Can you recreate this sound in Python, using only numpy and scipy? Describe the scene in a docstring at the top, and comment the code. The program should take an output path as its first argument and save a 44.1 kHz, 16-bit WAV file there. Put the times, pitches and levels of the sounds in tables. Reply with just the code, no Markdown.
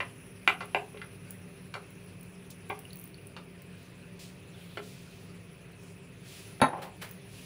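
"""A wooden spatula knocks the wall and bottom of a metal pot of thick curry in a small hard kitchen.
Throughout, liquid spits faintly, with louder spits from half a second in: tiny cavities snap and ring high.
From 2.5 s on, scuffs of filtered friction grains come and go; near three seconds bubbles plop lower.
At 6.6 s a metal dish lands and rocks to rest. Shaped noise makes the gas flame's hiss, a thin sizzle, the
simmer and the low rumble all along, over wavering sines; hard walls echo the knocks, dish and liquid."""
import sys
import numpy as np
from scipy import signal
from scipy.fft import rfft, irfft, next_fast_len
from scipy.io import wavfile

SR = 44100
rng = np.random.default_rng(int(sys.argv[2]) if len(sys.argv) > 2 else 0)


def dump(signal):
    """Clip the signal to [-1, 1] and save it as 16-bit WAV at the path in sys.argv[1]."""
    limited = np.clip(np.atleast_2d(signal).T, -1, 1)
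    pcm = np.round(limited * 32767).astype(np.int16)
    wavfile.write(sys.argv[1], SR, pcm)


N = 328545

# spatula on pot: t/s, peak level/dB, wood f/Hz, pot ring level/dB, ring tilt/dB per octave,
# crispness level/dB, drag/s, bass cut f/Hz
SPATULA_KNOCKS = [(0.003, -20.5, 2180, -5.5, 1.5, -12.5, 0.0068, 385),
                  (0.476, -7, 2260, -8, 3.5, -15, 0.0015, 386),
                  (0.606, -27.5, 1520, -10.5, 0, -11.5, 0.013, 500),
                  (0.747, -12, 1110, -4.5, -1, -22, 0.0014, 280),
                  (0.943, -38, 490, -6, -6, -24, 0.0054, 298),
                  (0.973, -38, 2800, -32, -10, -30, 0.0043, 900),
                  (1.016, -30.5, 1540, -20, -0.5, -24.5, 0.0031, 1060),
                  (1.74, -27, 1620, -8, 2, -1.5, 0.0041, 453),
                  (1.753, -27, 1460, -11, -2, -29, 0.0018, 440),
                  (2.699, -24, 796, -13, -4.5, -40, 0.0055, 580),
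                  (3.365, -32.5, 1880, -17, 5, -11.5, 0.0081, 450),
                  (4.772, -25.5, 1980, -13, -4, -18, 0.0055, 280)]
# pot modes, damped by the sauce: f/Hz, level/dB, t60/s
POT_MODES = [(415, -11.5, 0.1), (580, -14.5, 0.018), (790, -14, 0.023), (930, -16, 0.017),
             (1120, -10, 0.011), (1390, -6.5, 0.012), (1587, -6.5, 0.011), (2040, -4, 0.012),
             (2350, -5.5, 0.013), (2680, -5, .012), (2780, -25, 0.0071), (3470, -21, 0.011),
             (4390, -16, 0.017)]
# loudest spits of liquid: t/s, peak level/dB, f/Hz
LOUD_SPITS = [(0.5385, -45, 9900), (0.656, -41.5, 10100), (1.3073, -25, 15000), (1.9056, -43, 15200),
              (2.0612, -48, 10200), (2.2099, -42.5, 9600), (2.2308, -38, 15300), (2.5057, -35, 14900),
              (2.6938, -36, 15100), (2.791, -29, 15300), (2.8509, -50, 9420), (2.9317, -30.5, 15400),
              (2.9572, -32, 15200), (2.9704, -35, 15400), (2.9897, -38, 10600), (2.9971, -34, 11400),
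              (3.0134, -35, 14900), (3.04, -30, 14900), (3.0554, -43, 9400), (3.0754, -42, 15000),
              (3.27, -37, 9570), (3.6197, -38, 15000), (6.502, -47, 9300), (7.0903, -37, 15100),
              (7.1112, -34, 15000)]
# bubbles closing in the sauce: t/s, peak level/dB, f/Hz
BUBBLE_PLOPS = [(2.8526, -38, 2750), (2.9067, -41.5, 3920), (2.931, -38, 4320), (3.144, -41, 4280),
                (3.185, -46, 2670)]
# landing of the dish: t/s, peak level/dB, rim ring level/dB, length/s
DISH_LANDINGS = [(6.602, -31, -37, 0.0024), (6.616, -7.5, -6.5, 0.0094), (6.625, -16, -20, 0.0053),
                 (6.636, -17.5, -25, 0.0055)]
# modes of the dish's body: f/Hz, level/dB, t60/s
DISH_BODY_MODES = [(148, -8, 0.35), (254, -2, 0.06), (423, -11, 0.028), (500, -5, 0.028), (745, -18, 0.048),
                   (824, -0.5, 0.062), (875, 2, 0.026), (1040, 1, 0.025), (1350, -2, .025),
                   (1530, 5.5, 0.015), (1775, 9, 0.0091), (1870, -5, 0.011), (2270, -2, 0.016),
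                   (2500, -25, .014), (3130, -30, .015)]
# modes of the dish's rim: f/Hz, level/dB, t60/s
DISH_RIM_MODES = [(3560, -8, .015), (3741, -6, .16), (3808, 6, .06), (4340, -14, .02), (6230, -17, .1),
                  (6380, -12, .12), (10000, -11, .03), (10300, -15, .025)]
# chatter of each rock of the dish: t/s, level/dB, fade/s
DISH_ROCKS = [(6.727, -32.5, .012), (6.765, -42, 0.012), (6.783, -36, .012), (6.823, -41.5, 0.039)]
# slides and scuffs: t/s, level/dB, rise/s, hold/s, fade/s, low f/Hz, high f/Hz
SCUFF_EVENTS = [(2.499, -54.5, 0.0039, 0.013, .015, 2980, 14000), (3.748, -66, 0.045, 0.1, .05, 3000, 5600),
                (4.189, -52.5, 0.006, 0.046, 0.058, 2540, 11100),
                (4.515, -60, 0.086, 0.19, 0.07, 2360, 4670), (4.797, -57, 0.047, 0.056, 0.25, 3050, 7950),
                (5.086, -66, 0.044, 0.12, 0.055, 2500, 6000), (5.805, -66, 0.022, 0.093, .04, 5050, 13200),
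                (6.196, -52.5, 0.13, 0.061, 0.13, 2280, 8850),
                (6.815, -45.5, 0.0075, 0.0083, 0.03, 900, 4660),
                (7.011, -40.5, 0.0093, 0.0036, 0.036, 374, 4900), (7.222, -56.5, 0.16, .1, .05, 2630, 8040)]
# flame hiss over time: t/s, level/dB
FLAME_LEVEL = [(0.0, -62), (0.5, -61.5), (2.49, -66), (2.84, -61.5), (3.38, -68.5), (4.96, -68),
               (6.23, -68), (6.47, -59.5), (6.83, -67.5), (7.45, -61.5)]
# relative spectrum of the flame hiss: f/Hz, level/dB per Hz
FLAME_SPECTRUM = [(3000, 3), (4500, -14), (5600, -2.5), (6400, -6), (7400, -38), (8800, -3.5), (10050, 2),
                  (11500, -7.5), (13000, -8.5)]
# narrow tone in the flame hiss: f/Hz, width/Hz, boost/dB
FLAME_WHISTLE = [(10050, 180, 5.5)]
# relative spectrum of the simmer: f/Hz, level/dB per Hz
SIMMER_SPECTRUM = [(290, -28), (500, 9), (544, -14.5), (938, -18), (1110, -14.5), (1520, -12), (2160, -11),
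                   (4300, -19), (9000, -29), (11700, -56), (19800, -120)]
# relative spectrum of the thin sizzle: f/Hz, level/dB per Hz
SIZZLE_SPECTRUM = [(10500, -31), (12000, -29), (13600, -39), (14500, -11), (15200, 4), (15600, 1),
                   (16000, -1)]
# relative spectrum of the rumble: f/Hz, level/dB per Hz
RUMBLE_SPECTRUM = [(20, -45), (38, -25.5), (50, -14.5), (80, -15.5), (140, -5.5), (215, -19), (300, -20),
                   (480, -20), (680, -27.5), (950, -29), (1500, -33.5), (2600, -31.5), (3400, -39),
                   (5000, -48), (7500, -60), (16000, -76)]
# room and pot tones in the rumble: f/Hz, width/Hz, boost/dB
RUMBLE_PEAKS = [(101, 14.2, 8), (184.6, 37, 8), (252, 4, 12), (308, 9.4, 8.5), (392.6, 65, 7.5),
                (478, 27, 3), (578, 16, 8), (685, 17, 9), (803, 47, -4), (2554, 550, 9)]
# wavering low tones: f/Hz, rms level/dB
HUM_TONES = [(102, -62.5), (178, -55), (253, -66.5), (395, -64)]
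# decay of the kitchen's echoes: f/Hz, t60/s
KITCHEN_DECAY = [(150, 0.1), (530, 0.3), (1400, 0.21), (3700, .17), (10000, 0.23)]
# broad tone colour, dips and peaks: f/Hz, width/Hz, gain/dB
TONE_COLOUR = [(6340, 950, -1), (12900, 1600, -8.5), (9900, 3300, 5.5), (15700, 1200, 5)]

BLADE_CYCLES = 2.6      # wood cycles until the blade is down 60 dB
EDGE_DB, EDGE_DB_PER_OCTAVE = -4.5, -21     # edge tick of a 1 ms touch; change as the drag doubles
SPITS_PER_S, SPIT_FLOOR_DB, SPIT_SPREAD_DB = 8, -59, 3.5    # small spits
SPIT_LOW_HZ, SPIT_HIGH_HZ = 13800, 15500
RIM_TOUCH_S, ROCK_RISE_S, DISH_BODY_TOP_HZ = 0.00047, 0.0031, 3060
SIMMER_DB, SIZZLE_DB, RUMBLE_DB = -63, -75, -51
CUTOFF_HZ = 16800


def spatula():
    """The wood gives a few dead cycles, the pot rings on, the edge adds a bright tick."""
    out = np.zeros(N)
    for s, db, wood_hz, pot_db, tilt_db, crisp_db, drag_s, bass_cut_hz in SPATULA_KNOCKS:
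        touch = contact(drag_s, chatter=0.71)
        # the blade bends before it rings: the swing builds over a cycle or two
        bend = ring(touch, wood_hz, BLADE_CYCLES / wood_hz)
        blade = ring(bend, 1.7 * wood_hz, 1.9 / wood_hz) * wood_hz / SR
        pot = from_db(pot_db) * modes(touch, POT_MODES, spread_db=1.0, tilt_db=tilt_db)
        body = butter(4.1 * blade + pot, 4, 3300, "low")      # wet wood is a soft striker
        crisp = from_db(crisp_db) * ring(touch, 4120, 0.0019)
        body = butter(body + crisp, 3, bass_cut_hz, "high")
        edge_db = EDGE_DB + EDGE_DB_PER_OCTAVE * np.log2(1000 * drag_s)
        edge = from_db(edge_db) * butter(touch, 4, [7800, 12000], "band")
        add(out, s, peak_at(db, body + edge))
    return out


def liquid(events, cycles, rise, snap_share):
    """A closing cavity rings a few cycles, rising in pitch, with a sharp snap at its start."""
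    out, t = np.zeros(N), np.arange(SR // 20) / SR
    for s, db, hz in events:
        turns = hz * t
        tone = np.sin(2 * np.pi * turns * (1 + rise * turns / cycles))
        swell = 1 - np.exp(-turns / (0.17 * cycles))
        tone = tone * np.exp(-turns / cycles) * swell
        burst = rng.standard_normal(len(t)) * np.exp(-t / 0.0013)
        snap = np.diff(burst, 2, prepend=[0, 0])      # differencing twice leaves mostly treble
        add(out, s, peak_at(db, tone + snap_share * snap))
    return out


def small_spits():
    """Faint cavities close at chance times, mostly near the floor level and a few louder."""
    when, size, pitch = rng.random((round(SPITS_PER_S * N / SR), 3)).T
    level_db = SPIT_FLOOR_DB - SPIT_SPREAD_DB * np.log(1 - 0.95 * size)
    hz = SPIT_LOW_HZ * (SPIT_HIGH_HZ / SPIT_LOW_HZ) ** pitch
    return zip(when * N / SR, level_db, hz)


def dish():
    """The base lands on the counter, rings the rim, then chatters as it rocks."""
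    out, t = np.zeros(N), np.arange(N) / SR
    for s, db, rim_db, length_s in DISH_LANDINGS:
        blow = signal.lfilter([0.3], [1, -0.7], contact(length_s, chatter=1.0))      # softened
        body = butter(modes(blow, DISH_BODY_MODES, spread_db=2.5), 4, DISH_BODY_TOP_HZ, "low")
        rim = modes(contact(RIM_TOUCH_S, chatter=0.83), DISH_RIM_MODES, spread_db=5.0)
        add(out, s, peak_at(db, body + from_db(rim_db) * rim))
    rocking = np.zeros(N)
    for s, db, fade_s in DISH_ROCKS:
        rise = np.clip((t - s) / ROCK_RISE_S, 0, 1)
        rocking += from_db(db) * rise * np.exp(-np.maximum(t - s - ROCK_RISE_S, 0) / fade_s)
    taps = rng.standard_normal(N) * (rng.random(N) < 900 / SR)      # about 900 taps a second
    hollow = sum(ring(taps, hz, 0.024) for hz in (750, 840, 840, 960))
    hollow = hollow + 1.8 * ring(taps, 1300, 0.0016)
    return out + butter(rms_one(hollow) * rocking, 4, DISH_BODY_TOP_HZ, "low")


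def scuffs():
    """Dense friction grains in a broad band swell, hold and fade."""
    out, t = np.zeros(N), np.arange(SR) / SR
    for s, db, rise_s, hold_s, fade_s, low_hz, high_hz in SCUFF_EVENTS:
        grains = rng.standard_normal(SR) * from_db(2.3 * rng.standard_normal(SR))
        rub = butter(signal.lfilter([1], [1, -0.7], grains), 3, [low_hz, high_hz], "band")
        rub = rms_one(rub + 0.3 * np.diff(grains, prepend=0))      # a share of bright grit
        # the rubbed surface sings a little
        rub = rms_one(rub + 0.044 * ring(grains, 1.15 * low_hz, 0.0017))
        swell = np.sin(np.pi / 2 * np.clip(t / rise_s, 0, 1)) ** 2
        fade = np.exp(-np.maximum(t - rise_s - hold_s, 0) / fade_s)
        add(out, s, from_db(db) * rub * swell * fade)
    return out


def flame():
    """The gas flame hisses as shaped noise with a narrow whistle, flickering in level."""
    s, hiss_db = np.transpose(FLAME_LEVEL)
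    level_db = np.interp(np.arange(N) / SR, s, hiss_db) + 1.5 * drift(32)
    return from_db(level_db) * coloured(FLAME_SPECTRUM, FLAME_WHISTLE)


def simmer():
    """The simmer is faint broad noise, wavering in level."""
    edges, white = np.geomspace(500, 9000, 21), rng.standard_normal((2, N))
    shared, out = drift(1.5), np.zeros(N)
    for k, (low, high) in enumerate(zip(edges, edges[1:])):
        band = butter(white[k % 2], 2, [low, high], "band")      # neighbours use separate noises
        waver_db = 1.5 * shared + 1.5 * drift(3.0) + 3.5 * drift(14)
        out += band * from_db(at_hz(SIMMER_SPECTRUM, np.sqrt(low * high)) + waver_db)
    return from_db(SIMMER_DB) * rms_one(out)


def sizzle():
    """A thin noise at the very top flickers in level."""
    return from_db(SIZZLE_DB + 3.4 * drift(25)) * coloured(SIZZLE_SPECTRUM)


def rumble():
    """Steady low noise is raised at the tones of the room and pot."""
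    return from_db(RUMBLE_DB) * coloured(RUMBLE_SPECTRUM, RUMBLE_PEAKS)


def hum():
    """Low tones waver a little in pitch and level."""
    out = np.zeros(N)
    for hz, db in HUM_TONES:
        level = from_db(db + 1.54 * drift(3.85)) * np.sqrt(2)
        turns = np.cumsum(hz + 3.008 * drift(4.07)) / SR
        out += level * np.sin(2 * np.pi * turns)
    return out


def kitchen(x):
    """Dense echoes off hard walls: each half octave of noise dies at its own rate."""
    t, echoes = np.arange(SR // 2) / SR, 0
    for low in 100 * 2.0 ** np.arange(0, 7.5, 0.5):
        band = butter(rng.standard_normal(len(t)), 2, [low, low * 2 ** 0.5], "band")
        echoes = echoes + band * from_db(-60 * t / at_hz(KITCHEN_DECAY, low * 2 ** 0.25))
    echoes = echoes * np.clip(t / 0.0024, 0, 1)      # the echoes build over 2.4 ms
    return signal.fftconvolve(x, echoes / np.sqrt(np.sum(echoes ** 2)))[:N]


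def contact(length_s, chatter):
    """One touch: a first click, then uneven smaller ones that die over its length."""
    t = np.arange(SR // 2) / SR
    clicks = chatter * rng.standard_normal(len(t)) * np.exp(-t / max(length_s, 1e-4))
    clicks[0] += 1
    return clicks / np.sqrt(np.sum(clicks ** 2))


def modes(clicks, table, spread_db, tilt_db=0):
    """Every mode is struck with a strength of its own, tilted about 1200 Hz."""
    out = 0
    for hz, db, t60 in table:
        strength_db = db + tilt_db * np.log2(hz / 1200) + spread_db * rng.standard_normal()
        out = out + from_db(strength_db) * ring(clicks, hz, t60)
    return out


def ring(clicks, hz, t60):
    """A unit click sets a decaying sine ringing from height 1."""
    r, w = from_db(-60 / (max(t60, 1e-4) * SR)), 2 * np.pi * hz / SR
    return signal.lfilter([0, np.sin(w)], [1, -2 * r * np.cos(w), r * r], clicks + 1e-18)


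def coloured(spectrum, tones=()):
    """Noise of a given spectrum, raised at a few tones; rms 1."""
    size = next_fast_len(N)
    hz = np.maximum(np.arange(size // 2 + 1) * SR / size, 1)
    level_db = at_hz(spectrum, hz)
    for top, width, db in tones:
        level_db = level_db + db / (1 + (2 * (hz - top) / width) ** 2)
    return rms_one(irfft(rfft(rng.standard_normal(size)) * from_db(level_db), size)[:N])


def drift(rate):
    """Slow chance of spread 1, smoothed above rate in Hz."""
    step = 40      # samples between drawn points
    r = np.exp(-2 * np.pi * rate * step / SR)
    draws = rng.standard_normal(N // step + 2002)
    slow = signal.lfilter([1], [1, -2 * r, r * r], draws)[2000:]      # skip the settling
    return np.interp(np.arange(N) / step, np.arange(len(slow)), rms_one(slow))


def butter(x, order, edge_hz, kind):
    """Pass a sound through a Butterworth filter."""
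    return signal.sosfilt(signal.butter(order, edge_hz, kind, fs=SR, output="sos"), x)


def at_hz(points, hz):
    """Read a table on a log-frequency axis."""
    table_hz, value = np.transpose(points)
    return np.interp(np.log(hz), np.log(table_hz), value)


def add(out, s, sound):
    """Mix a short sound in at s seconds."""
    at = round(s * SR)
    out[at:at + len(sound)] += sound[:N - at]


def peak_at(db, x):
    """Scale a short sound to a peak level."""
    return from_db(db) * x / np.max(np.abs(x))


def rms_one(x):
    """Scale to rms 1."""
    return x / np.sqrt(np.mean(x ** 2) + 1e-20)


def from_db(db):
    """Decibels to gain."""
    return 10 ** (np.asarray(db) / 20)


def scene():
    """Mix the struck and wet sounds, their echoes, and the beds below."""
    # small hard things send out little bass
    blows = butter(spatula() + dish(), 2, 130, "high")
    wet = liquid([*LOUD_SPITS, *small_spits()], cycles=20.6, rise=0.012, snap_share=0.41)
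    wet = wet + liquid(BUBBLE_PLOPS, cycles=5.9, rise=0.017, snap_share=0.065)
    echoes = kitchen(from_db(-2.0) * blows + from_db(-9) * wet)
    beds = flame() + simmer() + sizzle() + rumble() + hum()
    return (blows + wet + echoes + scuffs() + beds)[None]


def record(dry):
    """Broad dips and peaks shape the treble; the top steps down 20 dB by 15.8 kHz and is then cut."""
    for hz, width, db in TONE_COLOUR:
        r, w = np.exp(-np.pi * width / SR), 2 * np.pi * hz / SR
        gain = (1 - r * r) / 2      # about unity at the band's centre
        band = signal.lfilter(gain * np.array([1, 0, -1]), [1, -2 * r * np.cos(w), r * r], dry)
        dry = dry + (from_db(db) - 1) * band
    stepped = signal.sosfilt(signal.cheby2(10, 20, 15800, fs=SR, output="sos"), dry)
    return signal.sosfilt(signal.cheby2(14, 70, CUTOFF_HZ, fs=SR, output="sos"), stepped)


dry = scene()
out = record(dry)
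dump(out)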